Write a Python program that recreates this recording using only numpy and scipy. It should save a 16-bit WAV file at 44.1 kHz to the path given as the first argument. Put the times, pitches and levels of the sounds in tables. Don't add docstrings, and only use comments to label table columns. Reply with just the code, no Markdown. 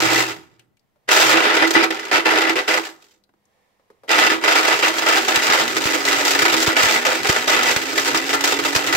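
import sys
import numpy as np
from scipy import signal
from scipy.fft import rfft, irfft
from scipy.io import wavfile
from scipy.ndimage import uniform_filter1d

SR = 44100
rng = np.random.default_rng(int(sys.argv[2]) if len(sys.argv) > 2 else 0)


def waveform_to_disk(signal):
    frames = np.transpose(np.atleast_2d(signal))
    scaled = np.clip(frames, -1, 1) * 32767
    samples = np.round(scaled).astype(np.int16)
    wavfile.write(sys.argv[1], SR, samples)


def boost_factor(decibels):
    exponent = np.asarray(decibels, float) / 20
    return 10 ** exponent


N = 395136


def ring(x, hz, width_hz):
    return signal.lfilter(*signal.iirpeak(hz, hz / width_hz, fs=SR), x)


def butter(x, order, hz, kind="low"):
    return signal.sosfilt(signal.butter(order, hz, kind, fs=SR, output="sos"), x)


def colour(x, points, unit=True):
    hz, db = np.transpose(points)
    bins_hz = np.fft.rfftfreq(4096, 1 / SR)
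    gain = boost_factor(np.interp(np.log(bins_hz + 1), np.log(hz), db))
    if unit:
        gain = gain / np.sqrt(np.mean(gain ** 2))
    cepstrum = irfft(np.log(gain))
    cepstrum[1:2048] *= 2
    cepstrum[2049:] = 0
    response = irfft(np.exp(rfft(cepstrum)))
    return signal.oaconvolve(x, response[None], axes=1)[:, :N]


def train(s, size):
    at = np.clip((s * SR).astype(int), 0, N - 1)
    return np.array([np.bincount(at, channel, N) for channel in size])


def fade(x, t60_s):
    return signal.lfilter([1], [1, -np.exp(-np.log(1000) / (t60_s * SR))], x)


def swell(t, start, end, rise_db_s, sag_db_s, fall_db_s):
    t, start, end = t[None], start[:, None], end[:, None]
    rise = rise_db_s * np.maximum(start - t, 0)
    sag = sag_db_s * np.clip(t - start, 0, end - start)
    fall = fall_db_s * np.maximum(t - end, 0)
    return -rise - sag - fall


# on in seconds, off in seconds, idle rattle in dB.
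RUNS = [
    (0, 0.226, -22),
    (1.087, 2.802, -42.5),
    (4.413, 5.42, -24),
    (5.424, 7.38, -24.5),
    (7.405, 8.953, -25.5),
]
# start in
# seconds, length in seconds, level in dB, share of the jar's air mode in dB.
THROWS = [(0, 0.22, -15.5, -9), (0.279, 0.038, -29, -12), (0.405, 0.15, -61.5, -9),
          (0.588, 0.0085, -62.5, -3.5), (1.084, 0.011, -21, -17.5), (1.109, 0.22, -11, -14),
          (1.307, 0.35, -11, -9), (1.713, 0.027, -28.5, -15.5), (1.746, 0.084, -14.5, -9.5),
          (1.91, 0.19, -28, -17.5), (2.12, 0.044, -11.5, -10.5), (2.252, 0.25, -14, -9),
          (2.558, 0.031, -18, -10), (2.678, 0.071, -14.5, -11), (2.831, 0.033, -30.5, -18),
          (2.953, 0.18, -62, -23),
          (4.082, 0.018, -27, -15), (4.102, 0.088, -13.5, -18.5), (4.186, 0.13, -11.5, -9),
               (4.438, .3, -11.5, -20.5), (4.824, 0.034, -10.5, -14), (4.977, .04, -28, -34),
               (5.063, 0.11, -13, -18), (5.283, 0.097, -17.5, -18.5), (5.421, 0.2, -15.5, -17.5),
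               (5.764, 0.054, -28, -11), (5.855, 0.045, -22.5, -12), (5.923, 0.027, -17.5, -7),
               (6.052, 0.18, -19.5, -15), (6.25, 0.1, -20.5, -20), (6.449, 0.14, -15, -11.5),
               (6.664, 0.025, -11.5, -15), (6.758, 0.21, -14, -19.5), (7.051, 0.056, -16.5, -18),
               (7.247, 0.17, -24, -32), (7.477, 0.24, -14.5, -18), (7.977, 0.015, -23, -17),
               (8.057, 0.036, -19, -17), (8.146, 0.018, -17.5, -4), (8.328, 0.019, -18.5, -18),
               (8.437, 0.074, -19, -20), (8.646, 0.017, -20.5, -17), (8.748, 0.022, -21.5, -22),
               (8.87, 0.026, -23.5, -12), (8.926, .04, -19, -25)]
RISE_DB_S, SAG_DB_S, FALL_DB_S, COAST_DB_S = 4000, 15, 297.5, 167
IDLE_AIR_DB = -13.5


def churn(s):
    start, length, db, air_db = np.transpose(THROWS)
    throw_db = db[:, None] + swell(s, start, start + length, RISE_DB_S, SAG_DB_S, FALL_DB_S)
    throws = boost_factor(2 * throw_db)
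    on, off, run_db = np.transpose(RUNS)
    idle_db = run_db[:, None] + swell(s, on, off, RISE_DB_S, 0, COAST_DB_S)
    idle = boost_factor(2 * idle_db).sum(axis=0)
    power = throws.sum(axis=0) + idle + 1e-30
    return 10 * np.log10(power), (air_db @ throws + IDLE_AIR_DB * idle) / power


# start in seconds,
# peak in dB, treble share in dB.
BLOWS = [(0.053, -12, -13), (0.089, -17, -15.5), (0.141, -15.5, -10.5), (1.089, -3.5, -19),
         (1.112, -10, -10), (1.293, -3, -13), (1.369, -4, -24), (1.435, -15, -20), (1.463, -5.5, -28),
         (1.502, -5.5, -31), (1.568, -4, -20), (1.624, -1, -34.5), (1.706, -8, -9.5),
         (1.733, -18, -11), (1.752, 1.5, -36.5), (1.832, -4, -24.5), (1.905, -8.5, -19.5),
         (2.114, -5, -18.5), (2.256, -2, -23.5), (2.304, -10.5, -26.5), (2.376, -4.5, -26),
         (2.417, -12, -17), (2.475, -29, -27.5), (2.495, -4, -21.5), (2.556, -9, -25.5),
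         (2.589, -8.5, -22), (2.679, -9.5, -16), (2.774, -7, -17), (3.023, -44, -3.5),
         (3.117, -62, 1),
         (4.092, -9, -19.5), (4.129, -6, -20), (4.182, -2.5, -20), (4.266, -12, -17),
               (4.444, -15, -20), (4.481, -8, -18), (4.559, -5, -16), (4.642, -37, -16.5),
               (4.68, -4.5, -16), (4.714, -6.5, -18), (4.79, -9.5, -12.5), (4.826, -16, -19),
               (4.983, -8.5, -10), (5.022, -7.5, -16), (5.061, -6.5, -18), (5.282, -5, -12),
               (5.351, -5, -16), (5.432, -12, -12.5), (5.5, -0.5, -18), (5.534, -4, -13),
               (5.597, -4.5, -13.5), (5.766, -7.5, -10), (5.854, -10, -10.5), (6.128, -6, -12),
               (6.269, -9.5, -11.5), (6.313, -13, -5.5), (6.35, -4.5, -14), (6.39, -4.5, -10),
               (6.42, -4, -11), (6.452, -4, -14.5),
         (6.538, -3.5, -14), (6.626, -8, -5), (6.665, -21, -16), (6.765, -2.5, -16.5),
              (6.818, -26, -11.5), (6.896, -12.5, -12), (6.943, -12.5, -11.5), (7.051, -5, -14.5),
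              (7.115, -8.5, -13), (7.149, -11.5, -11), (7.246, -7, -16.5), (7.291, -1.5, -11),
              (7.362, -7, -13), (7.476, -7.5, -12), (7.621, -15, -17.5), (7.667, -10.5, -12),
              (7.692, -9, -11.5), (7.761, -19, -11.5), (7.978, -6, -9), (8.056, -15.5, -8.5),
              (8.146, -6, -14.5), (8.292, -9.5, -10.5), (8.342, -10, -11), (8.407, -24, -18),
              (8.439, -4, -9), (8.522, -6, -11.5), (8.589, -10, -12.5), (8.651, -9.5, -11.5),
              (8.75, -6.5, -8.5), (8.841, -13, -13)]
KNOCKS_A_SECOND = 700


def knocks():
    when, luck = rng.random((int(KNOCKS_A_SECOND * N / SR), 2)).T
    s = when * N / SR
    spread = boost_factor(np.minimum(-2.8 * np.log(1 - luck), 8))
    hail = boost_factor(churn(s)[0] - 3) * spread
    hail = hail * np.sqrt(SR / KNOCKS_A_SECOND / np.mean(spread ** 2))

    at, peak_db, treble_db = np.transpose(BLOWS)
    late_s = rng.exponential(size=(len(at), 12)) * 0.009
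    late_s[:, :4] *= 0.1
    blows = boost_factor(peak_db[:, None] + 5.5 - 57 * late_s)
    hail_treble_db = np.interp(s, at, treble_db)
    treble = boost_factor(np.r_[hail_treble_db, np.repeat(treble_db, late_s.shape[1])] + 12)
    return np.r_[s, (at[:, None] + late_s).ravel()], np.r_[hail, blows.ravel()], treble


# frequency in Hz, level in dB per Hz.
CRACK = [(25, -45), (60, -33.5), (200, -31.5), (300, -6), (400, -9.5), (900, -6), (1060, -9), (1300, -2.5),
         (2100, -5.5), (4200, -9.5), (7900, -14), (8700, -26.5), (11500, -26), (15500, -27), (16500, -21)]


def crack(s, size, t60_s, click_db):
    power = fade(train(s, [size ** 2]), t60_s) * np.log(1000) / (t60_s * SR)
    burst = np.sqrt(power) * rng.standard_normal((2, N))
    click = boost_factor(click_db) * train(s, size * rng.standard_normal((len(s), 2)).T)
    return colour(click + burst, CRACK)


# frequency in Hz, width in Hz, level in dB.
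JAR = [(325, 10, 5), (380, 16, 3), (416, 30, 1.5), (506, 30, -4), (625, 45, -6), (757, 28, -4),
       (870, 45, -8), (935, 40, -6), (1252, 60, -8), (1387, 55, -6), (1510, 60, -8), (1765, 55, -3),
       (2003, 55, 2), (2312, 70, -6), (2500, 60, -8), (2682, 70, -6), (2850, 70, -9), (3146, 55, -6),
       (3550, 70, -10), (3935, 70, -11), (4970, 300, -13)]
# time in seconds, favoured pitch in Hz.
STRUCK = [
    [(1.1, 2680), (1.216, 2170), (1.26, 2310), (1.294, 1960), (2.528, 2027), (2.61, 2380), (2.746, 2070),
     (2.79, 2660), (2.85, 2350)],
    [(4.1, 2020), (4.35, 1940), (4.96, 2350), (5.03, 2000), (5.39, 2440), (5.43, 2110), (6.24, 2190),
     (6.26, 2420), (6.5, 1960)],
    [(6.52, 1980), (6.69, 2270), (8.03, 2360), (8.22, 2010), (8.29, 2500), (8.38, 1960), (8.43, 2600),
     (8.57, 2100), (8.94, 2350)],
]
STRUCK_DB, STRUCK_OCTAVES = 2, 0.61
WALL_DB, WALL_TILT = -12, 0.68


def rattle():
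    s, size, treble = knocks()
    level_db, air_db = churn(s)
    wall_db = WALL_DB - WALL_TILT * np.clip(level_db + 20, -6, 10)
    struck_hz = np.interp(s, *np.concatenate(STRUCK).T)
    clump_s = np.arange(0, N / SR + 1, 0.035)
    jar, power = 0, 0
    for hz, width_hz, db in JAR:
        drive_db = 0
        if hz < 350:
            drive_db = air_db + 12.5
        elif hz < 450:
            drive_db = wall_db + 10
        favour_db = 2.3 * np.interp(s, clump_s, rng.standard_normal(len(clump_s)))
        if hz > 1200:
            octaves = np.log2(hz / struck_hz)
            favour_db += STRUCK_DB * (np.exp(-(octaves / STRUCK_OCTAVES) ** 2) - 0.5)
        push = size * boost_factor(db + drive_db + favour_db) * rng.standard_normal((len(s), 2)).T
        if hz > 3000:
            push = push * treble ** 0.17
        jar = jar + ring(train(s, push), hz, width_hz)
        power += np.pi * width_hz / SR * boost_factor(2 * db)
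    body = butter(crack(s, size, t60_s=0.055, click_db=-10.5), 2, 3300)
    snap = butter(crack(s, size * treble, t60_s=0.018, click_db=-12.5), 2, 3300, "high")
    return boost_factor(-1) * jar / np.sqrt(power) + boost_factor(-3) * body + boost_factor(-2.5) * snap


# start in seconds, peak in dB, pitch in Hz.
CLACKS = [(1.305, -22, 3090), (1.552, -16, 2680), (1.675, -14.5, 4220), (1.7388, -13, 2250),
          (1.8418, -14, 2330), (1.945, -27, 3230), (1.9959, -26, 5270), (2.0524, -25, 2600),
          (2.3092, -17, 2310), (2.386, -15, 2280), (2.815, -30, 2260), (2.8514, -24, 2830),
          (3.0424, -50, 3190), (4.115, -11, 3550), (4.1979, -9, 2700), (4.2492, -26, 2300),
          (4.6728, -18, 2730), (4.8453, -20, 3110), (4.8814, -11, 3680), (5.0861, -8, 2600),
          (5.2495, -16.5, 2870), (5.3582, -4.5, 2780), (5.468, -12, 2320), (5.679, -13.5, 2730),
          (5.8395, -12.5, 2640), (6.052, -12.5, 4080), (6.0856, -10.5, 2640), (6.1186, -14, 2300),
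          (6.213, -23, 2320), (6.2507, -10.5, 5110), (6.28, -7, 2690), (6.4245, -12, 2300),
          (6.5284, -11.5, 2800), (6.6737, -13, 2260), (6.835, -18, 2680), (6.8553, -9, 2560),
          (6.9235, -12, 2630), (7.2315, -16.5, 2750), (7.2709, -11, 2520), (7.6311, -9, 2870),
          (7.7124, -11, 2720), (7.7625, -7, 2310), (7.8262, -21, 2690), (7.9606, -27, 3140),
          (7.9756, -18, 2630), (7.997, -14, 2630), (8.0476, -15, 2480), (8.133, -19, 2600),
          (8.1733, -12.5, 4930), (8.2649, -19, 2330), (8.3308, -19, 3960), (8.4083, -12, 2790),
          (8.4755, -9, 2680), (8.6376, -15.5, 2680), (8.7613, -6.5, 4980), (8.8657, -16, 3000),
          (8.8722, -10.5, 3070), (8.9266, -11, 2700), (8.9498, -9, 2510)]
CLACK_T60_S, SHELL_T60_S = 0.045, 0.06
CLACK_DB, SHELL_DB, BODY_DB = -4, 7.5, -6.5


def clacks():
    burst, shell = np.zeros((2, 2, N + SR))
    t = np.arange(SR // 10) / SR
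    for s, db, hz in CLACKS:
        span = slice(int(s * SR), int(s * SR) + len(t))
        hiss, strike = rng.standard_normal((2, 2, len(t)))
        burst[:, span] += hiss * boost_factor(db - 60 * t / CLACK_T60_S)
        shell[:, span] += ring(strike, hz, hz / 9) * boost_factor(db - 60 * t / SHELL_T60_S)
    burst = colour(burst[:, :N], CRACK)
    body = butter(burst, 1, 2500)
    bright = burst - (1 - boost_factor(BODY_DB)) * body
    return boost_factor(CLACK_DB) * (bright + boost_factor(SHELL_DB) * shell[:, :N])


def whine(tables, wobble, overtone_db):
    out, t = np.zeros(N), np.arange(N) / SR
    drift, flutter = uniform_filter1d(rng.standard_normal((2, N)), size=1200) * 35
    for table in tables:
        s, hz, db = np.transpose(table)
        edge = np.clip(np.minimum(t - s[0] + 0.03, s[-1] + 0.03 - t) / 0.03, 0, 1)
        on = edge > 0
        pitch_hz = np.interp(t[on], s, hz) * (1 + wobble * drift[on])
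        phase = 2 * np.pi * np.cumsum(pitch_hz) / SR
        tone = np.sin(phase) + boost_factor(overtone_db) * np.sin(2 * phase)
        level = boost_factor(np.interp(t[on], s, db) + 1.7 * flutter[on] - 1)
        out[on] += np.sqrt(2) * edge[on] * level * tone
    return out


# start in seconds, end in seconds, start pitch
# in Hz,
SPINS = [(1.853, 2.12, 189.5, 281, -50), (4.358, 4.62, 209, 294, -50), (4.93, 5.115, 234, 243, -49.5),
         (5.185, 5.55, 246, 235.5, -44.5), (5.633, 6.417, 228.4, 283.6, -36), (6.555, 6.81, 246, 255, -35),
         (6.903, 7.3, 222, 260, -39.5), (7.376, 7.506, 234, 295, -38), (7.542, 7.74, 241, 251, -39),
         (7.792, 8.13, 263, 277, -36.5), (8.139, 8.93, 250.4, 284.5, -35)]
SPIN_UP_S = 0.099


def shaft():
    share = np.linspace(0, 1, 12)
    spins = []
    for start, end, braked_hz, free_hz, db in SPINS:
        age_s = (end - start) * share
        hz = free_hz - (free_hz - braked_hz) * np.exp(-age_s / SPIN_UP_S)
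        spins.append(np.transpose([start + age_s, hz, np.full(len(share), db)]))
    return whine(spins, wobble=0.005, overtone_db=-12.5)


# time in seconds, pitch in Hz, level in dB.
HUMS = [
    [(0.0, 113, -38), (0.216, 122, -36), (0.45, 115, -65.5)],
    [(0.52, 120.5, -73), (0.594, 119, -58), (0.7, 121.5, -77.5)],
    [(1.08, 124.5, -61), (1.276, 128.4, -39.5), (1.5, 126, -61)],
]
# time in seconds, pitch in Hz, level in dB.
DRONE = [
    [(3.04, 3230, -72), (3.11, 3160, -69)],
    [(.65, 184, -86.5), (.79, 190, -82.5), (.9, 186.6, -92.5)],
    [(3.1, 205, -88), (3.2, 205.4, -72), (3.55, 202.6, -82), (3.65, 197, -79.5), (4.0, 200, -83.5)],
]


def hum():
    coils = whine(HUMS, wobble=0.011, overtone_db=-21)
    return coils + whine(DRONE, wobble=0.0133, overtone_db=-25)


# start in seconds, peak in dB, pitch in Hz, t60 in seconds.
TICKS = [(0.595, -48, 2740, 0.054), (0.77, -60, 2590, 0.043), (0.794, -67, 4850, 0.043),
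         (0.841, -63, 337, 0.062), (0.959, -51, 520, 0.09), (3.238, -60.5, 4080, 0.041),
         (3.292, -43.5, 316, 0.064), (3.338, -47, 319, 0.075), (3.454, -65, 6500, 0.03),
         (3.796, -48, 504, 0.073), (3.902, -36, 420, 0.084), (4.034, -35, 519, 0.19)]


def ticks():
    out, t = np.zeros((2, N + SR)), np.arange(SR // 5) / SR
    for s, db, hz, t60_s in TICKS:
        band_hz = (250, 1300) if hz < 900 else (hz / 2, 9000)
        click = rng.standard_normal((2, len(t))) * boost_factor(-60 * t / 0.025)
        click = butter(click, 2, band_hz, "band")
        tone = ring(rng.standard_normal(len(t)), hz, hz / 6) * boost_factor(13.5 - 60 * t / max(t60_s, 0.01))
        out[:, int(s * SR):][:, :len(t)] += boost_factor(db) * (click + tone)
    return out[:, :N]


# time in seconds, level in dB.
RUB = [
    [(.8, -79), (.97, -79), (1.07, -73)],
    [(3.3, -87), (3.45, -72), (3.6, -68), (3.8, -71.5), (3.95, -71), (4.07, -72)],
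]
# frequency in Hz, width in Hz, level in dB.
RUB_MODES = [(504, 120, 6), (705, 300, 3.5), (945, 170, -7), (1800, 300, 1.5), (2900, 1000, -23),
             (4750, 350, -26.5)]


def rub():
    skin = rng.standard_normal((2, N))
    sound = sum(boost_factor(db) * ring(skin, hz, width_hz) for hz, width_hz, db in RUB_MODES)
    t, level = np.arange(N) / SR, 0
    for run in RUB:
        s, db = np.transpose(run)
        level = level + np.interp(t, s, boost_factor(db), left=0, right=0)
    return sound / np.std(sound) * level


# time in seconds, left level in dB, right level in dB.
POPS = [(2.147, -23.5, -38), (5.375, -20, -26), (5.86, -12, -38), (6.394, -42, -24), (6.546, -44, -24),
        (6.682, -17, -8.5), (6.84, -14, -43), (6.863, -17, -30), (7.299, -10, -6.5), (7.5, -66, -44),
        (7.768, -12.5, -60), (8.349, -46, -25), (8.764, -31, -9.5), (8.902, -35, -30), (8.932, -49, -36),
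        (8.951, -18, -28)]


def pops():
    s, left_db, right_db = np.transpose(POPS)
    t = np.arange(-SR // 50, SR // 50) / SR
    push = np.exp(-((t + 0.00212) / 0.00063) ** 2)
    rebound = 0.34 * np.exp(-((t - 0.002) / 0.00155) ** 2)
    puffs = train(s, boost_factor(np.array([left_db, right_db]) + 1))
    return signal.oaconvolve(puffs, (push - rebound)[None], mode="same", axes=1)


# start in seconds, end in seconds, level in dB.
DRAUGHT = [
    (0, 0.095, -44),
    (1.206, 2.6, -66.5),
    (4.19, 5.3, -58),
    (5.5, 8.96, -47.5),
]
DRAUGHT_RISE_DB_S, DRAUGHT_FALL_DB_S = 92, 41.5


def draught():
    start, end, db = np.transpose(DRAUGHT)
    shape_db = swell(np.arange(N) / SR, start, end, DRAUGHT_RISE_DB_S, 0, DRAUGHT_FALL_DB_S)
    level = boost_factor(db) @ boost_factor(shape_db)
    gust = uniform_filter1d(rng.standard_normal((2, N)), size=1500) * 40
    air = ring(ring(rng.standard_normal((2, N)), 120, 160), 120, 160)
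    return air / np.std(air) * level * boost_factor(-1 + 5.4 * gust)


# frequency in Hz, level in dB.
APART = [(60, 1.5), (200, -7), (380, -10), (700, -2.5), (1290, 1.5), (2380, -1), (4400, 1), (8120, 4),
         (15000, 3)]
# frequency in Hz, level in dB.
LEFT_PORT = [(60, -1.5), (125, -4.5), (250, -4), (500, -1.5), (1000, 0), (2000, -3), (4000, -1), (8000, -1),
             (14000, 3.5)]


def ports(x):
    t = np.arange(SR // 100) / SR
    echoes = rng.standard_normal(len(t)) * boost_factor(-60 * t / 0.063) * (t > 0)
    near = signal.oaconvolve(x[0], echoes / np.sqrt(np.sum(echoes ** 2)))[:N]
    near = butter(near, 1, 2000)
    side = colour([0.75 * near + 0.75 * x[1]], APART, unit=False)[0]
    left = colour([x[0] + side], LEFT_PORT, unit=False)[0]
    return np.array([left, x[0] - side]) * boost_factor(0.79)


# frequency in Hz, t60 in seconds.
ROOM_T60 = [(100, 1), (330, 0.37), (1000, 0.39), (4000, 0.15), (12000, 0.36)]


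def room(x):
    t, tail = np.arange(int(0.6 * SR)) / SR, 0
    for hz, t60_s in ROOM_T60:
        tail = tail + ring(rng.standard_normal((2, len(t))), hz, hz * 0.52) * boost_factor(-60 * t / t60_s)
    tail = tail * np.clip(t / 0.0083, 0, 1)
    return signal.oaconvolve(x, tail / np.sqrt(np.sum(tail ** 2) / 2), axes=1)[:, :N]


# frequency in Hz, level in dB per Hz.
QUIET = [(20, -6), (45, -19), (100, -16.5), (220, -21.5), (800, -29.5), (1500, -35.5), (4000, -43),
         (9500, -49), (16000, -42)]


def floor():
    mid, side = colour(rng.standard_normal((2, N)), QUIET)
    return boost_factor(-70) * np.array([mid + 0.77 * side, mid - 0.7 * side])


def scene():
    blender = rattle() + clacks() + ticks() + rub()
    blender = blender + shaft() * np.array([[1], [0.3]])
    heard = ports(blender + boost_factor(-13.5) * room(blender))
    return heard + hum() + pops() + draught() + floor()


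def low_pass(x):
    return signal.sosfilt(signal.butter(12, 15850, fs=SR, output="sos"), x)


def record(dry):
    thin = butter(dry, 1, 70, "high")
    soft = np.tanh(0.9 * thin) / 0.9
    cut = signal.sosfilt(signal.ellip(12, 0.3, 60, 15760, fs=SR, output="sos"), soft)
    return low_pass(cut)


dry = scene()
out = record(dry)
waveform_to_disk(out)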